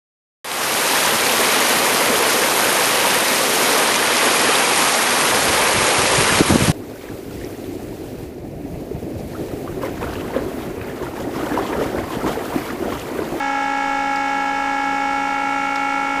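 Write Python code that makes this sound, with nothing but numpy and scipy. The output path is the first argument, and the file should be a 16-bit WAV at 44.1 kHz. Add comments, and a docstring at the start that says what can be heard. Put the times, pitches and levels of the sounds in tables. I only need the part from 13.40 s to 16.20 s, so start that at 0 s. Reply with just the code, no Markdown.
"""A five-bladed fan whines in a rack amplifier on a workshop bench, its cooling running at full airflow.
The whine is a stack of partials locked to one rotor; two small fast fans add thin, wavering tones.
Air rushes through the case as noise coloured by resonances, over a trace of mains hum.
A hand on the front-panel keys makes a few faint clicks, short noise bursts ringing in the keys;
as it moves across, the balance of the tones and the air shifts."""
import sys
import numpy as np
from scipy import signal
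from scipy.fft import rfft, irfft
from scipy.io import wavfile

SR = 44100
rng = np.random.default_rng(int(sys.argv[2]) if len(sys.argv) > 2 else 0)


def file_out(sig):
    """Save sig as 16-bit WAV at sys.argv[1]."""
    # one column per channel
    cols = np.atleast_2d(sig).T
    # limit, then scale
    lim = np.clip(cols, -1, 1)
    pcm = np.round(lim * 32767).astype(np.int16)
    wavfile.write(sys.argv[1], SR, pcm)


N = 123479

HAND_MIDWAY_S, HAND_TAKES_S = 1.76, 0.76
WAVER_PER_S = 2.4  # rate of the slow level waver, drawn separately for each fan tone


def from_db(db):
    """Decibels to amplitude gain."""
    return 10 ** (np.asarray(db) / 20)


def rms_one(x):
    """Scale to an rms of 1, over all rows together."""
    return x / np.sqrt(np.mean(x ** 2) + 1e-20)


def seconds():
    """Time of every sample."""
    return np.arange(N) / SR


def curve(points):
    """Straight lines between (t/s, value) points, at every sample."""
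    return np.interp(seconds(), *np.transpose(points))


def drift(rate_hz):
    """Slow random motion with a spread of 1: noise through two equal low-pass poles."""
    step, warm_up = 100, 1000  # samples per drift point; drift points thrown away
    pole = np.exp(-2 * np.pi * rate_hz * step / SR)
    noise = rng.standard_normal(N // step + warm_up + 2)
    slow = signal.lfilter([1], [1, -2 * pole, pole ** 2], noise)[warm_up:]
    slow = rms_one(slow - slow.mean())
    return np.interp(np.arange(N) / step, np.arange(len(slow)), slow)


def hand_moved():
    """Goes from 0 to 1 as the hand crosses the panel."""
    return np.clip((seconds() - HAND_MIDWAY_S) / HAND_TAKES_S + 0.5, 0, 1)


def rotor_angle(speed_hz, wander):
    """Angle of a rotor: its speed summed over time, wandering by a small share of itself."""
    return 2 * np.pi * np.cumsum(speed_hz * (1 + wander * drift(3.1))) / SR


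def tone(angle, level_db):
    """A partial at the given rms level."""
    return np.sqrt(2) * from_db(level_db) * np.cos(angle)


# Speed of the main fan before its wander: (t/s, f/Hz as turns per second)
FAN_SPEED = [(0, 55.23), (.85, 55.205), (1.7, 55.265), (2.15, 55.315), (2.8, 55.325)]
# Blade-passing tone and its overtones, {multiple of the speed:
# (level/dB before the hand moves, level/dB after)}
BLADE_TONES = {5: (-31, -31), 10: (-38, -38.5), 15: (-23.5, -24.5), 20: (-47, -48.5), 25: (-34.5, -30),
               30: (-31.3, -36), 35: (-40.5, -40), 40: (-33, -30.5), 45: (-47, -46), 50: (-42.5, -40),
               55: (-47, -49.5), 60: (-64, -53), 65: (-51, -55)}
# Tones from unequal blades and the motor, {multiple of the speed:
# (level/dB before the hand moves, level/dB after)}
ROTOR_TONES = {9: (-59, -57), 12: (-58, -59), 16: (-32.5, -33), 19: (-50, -56), 24: (-32.5, -30),
               26: (-58, -50), 28: (-55, -50), 31: (-36, -38.5), 33: (-52, -60), 34: (-56, -48),
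               36: (-56, -44), 38: (-51, -53), 39: (-49.5, -58), 41: (-44, -39), 44: (-53, -44),
               46: (-44.5, -46.5), 64: (-59.5, -59)}
# Swell added to the strongest whine, the third multiple of the blade rate: (t/s, level/dB)
STRONGEST_SWELL = [(0, -1.3), (.25, 0), (.75, 0), (1.45, 1), (2.0, 0), (2.45, 0.8), (2.7, -1.2),
                   (2.8, -0.5)]
STRONGEST_ORDER = 15
BLADE_SCATTER_RAD = 0.78  # how far the overtones are out of step with the blade pulse
FAN_WANDER = 0.00011  # share of the speed
WAVER_DB, FLUTTER_DB, FLUTTER_PER_S = 0.48, 0.24, 13


def main_fan():
    """Blade pulses and once-a-turn unevenness, all locked to one rotor and shaken by the inflow."""
    angle = rotor_angle(curve(FAN_SPEED), FAN_WANDER)
    moved = hand_moved()
    whine = np.zeros(N)
    for order, (before_db, after_db) in (BLADE_TONES | ROTOR_TONES).items():
        level_db = before_db + moved * (after_db - before_db)
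        level_db = level_db + WAVER_DB * drift(WAVER_PER_S)
        level_db = level_db + FLUTTER_DB * drift(FLUTTER_PER_S)
        if order == STRONGEST_ORDER:
            level_db = level_db + curve(STRONGEST_SWELL)
        scatter = BLADE_SCATTER_RAD if order in BLADE_TONES else np.pi
        phase = scatter * rng.uniform(-1.02, 1)
        whine += tone(order * angle + phase, level_db)
    return whine


# Rush of air, its broad colour before the overall level is set: (f/Hz, spectral density/dB per Hz)
AIR_COLOUR = [(20, 2), (60, -5), (140, -8.5), (250, -0.5), (450, 0), (1050, 0), (1800, -5.5), (2600, -6.5),
              (3300, -11), (4400, -13.5), (6200, -15.5), (7800, -18.5), (9200, -26), (12000, -29.5),
              (14000, -39), (15600, -44)]
# Resonances of the case and its vents:
# (f/Hz, width/Hz, lift/dB before the hand moves, lift/dB after)
CASE_RESONANCES = [(1332, 104, 9, 6.5), (1610, 45, 5.5, 3), (2220, 120, 4.5, 5), (5280, 390, 4.5, 1),
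                   (5680, 300, 1.5, 2.5), (6840, 530, 2, 1.5), (9500, 1500, -1, 1)]
AIR_DB, AIR_FLICKER_DB, AIR_FLICKER_PER_S = -31.5, 0.2, 12


def airflow():
    """Smooth turbulence, coloured by the resonances of the case as heard past the hand."""
    hz = np.maximum(np.arange(N // 2 + 1) * SR / N, 1)
    points_hz, points_db = np.transpose(AIR_COLOUR)
    colour_db = np.interp(np.log(hz), np.log(points_hz), points_db)
    for centre, width, before_db, after_db in CASE_RESONANCES:
        bump = 1 / (1 + (2 * (hz - centre) / width) ** 2)
        colour_db = colour_db + np.array([[before_db], [after_db]]) * bump
    # one noise in two colours, so the crossfade is only a change of colour
    spectrum = rfft(rng.standard_normal(N))
    before, after = rms_one(irfft(spectrum * from_db(colour_db), N))
    rush = before + hand_moved() * (after - before)
    return rush * from_db(AIR_DB + AIR_FLICKER_DB * drift(AIR_FLICKER_PER_S))


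# Partials of the two small fans, {multiple of the speed: level/dB}
SMALL_FAN_A = {1: -48, 5: -44, 10: -54, 16: -56.5, 30: -59}
SMALL_FAN_B = {1: -56, 5: -42, 16: -55.5, 30: -60, 35: -68, 40: -66}
SMALL_FAN_A_HZ, SMALL_FAN_B_HZ = 186.9, 192.42  # turns per second
SMALL_WANDER, SMALL_WAVER_DB = 0.00042, 2  # share of the speed; spread of each level


def small_fan(speed_hz, partials):
    """Thin whine of a small fast fan: multiples of its speed, each wavering in level."""
    angle = rotor_angle(speed_hz, SMALL_WANDER)
    whine = np.zeros(N)
    for order, db in partials.items():
        phase = rng.uniform(0, 2 * np.pi)
        whine += tone(order * angle + phase, db + SMALL_WAVER_DB * drift(WAVER_PER_S))
    return whine


# Key clicks, strength of the burst that drives the key: (t/s, level/dB)
CLICKS = [(0.7596, -27.5), (.777, -42), (.8598, -39), (2.357, -30.5), (2.3592, -34), (2.363, -41)]
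# Resonances of a plastic key: (f/Hz, width/Hz, relative level/dB)
KEY_RESONANCES = [(3800, 900, -2), (5140, 820, 0), (7000, 1200, -5.5), (13000, 1300, -18)]
CLICK_DECAY_S, CLICK_TAIL_DB, CLICK_TAIL_S = 0.0012, -19.5, 0.013  # tail is relative to the snap


def keys():
    """Each snap is a short gritty burst with a faint tail, through the damped resonances of the key."""
    force = np.zeros(N)
    for start_s, db in CLICKS:
        age = np.maximum(seconds() - start_s, 0)
        snap = np.exp(-age / CLICK_DECAY_S)
        tail = from_db(CLICK_TAIL_DB) * np.exp(-age / CLICK_TAIL_S)
        force += (age > 0) * from_db(db) * (snap + tail)
    clicks = np.zeros(N)
    for hz, width, db in KEY_RESONANCES:
        band = signal.butter(2, [hz - width / 2, hz + width / 2], "band", fs=SR, output="sos")
        # a fresh noise per band; the tiny offset keeps the filter off exact zero
        grit = force * rng.standard_normal(N) + 1e-18
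        evened = np.sqrt(SR / (2 * width))  # makes up for the power lost to a narrow band
        clicks += from_db(db) * evened * signal.sosfilt(band, grit)
    return clicks


def mains_hum():
    """A trace of mains hum: one steady sine."""
    return tone(2 * np.pi * 120 * seconds(), -58.5)  # Hz, dB rms


def scene():
    """Three fans, their air, the keys and a trace of mains hum."""
    whine = main_fan()
    air = airflow()
    thin_tones = small_fan(SMALL_FAN_A_HZ, SMALL_FAN_A) + small_fan(SMALL_FAN_B_HZ, SMALL_FAN_B)
    return (whine + air + thin_tones + keys() + mains_hum())[None]


def record(dry):
    """Cut the deepest rumble below 14 Hz and, steeply, the top above 15730 Hz."""
    rumble_cut = signal.butter(2, 14, "high", fs=SR, output="sos")
    top_cut = signal.ellip(12, 0.1, 80, 15730, fs=SR, output="sos")  # 0.1 dB ripple, 80 dB stop
    return signal.sosfilt(top_cut, signal.sosfilt(rumble_cut, dry))


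dry = scene()
out = record(dry)
file_out(out)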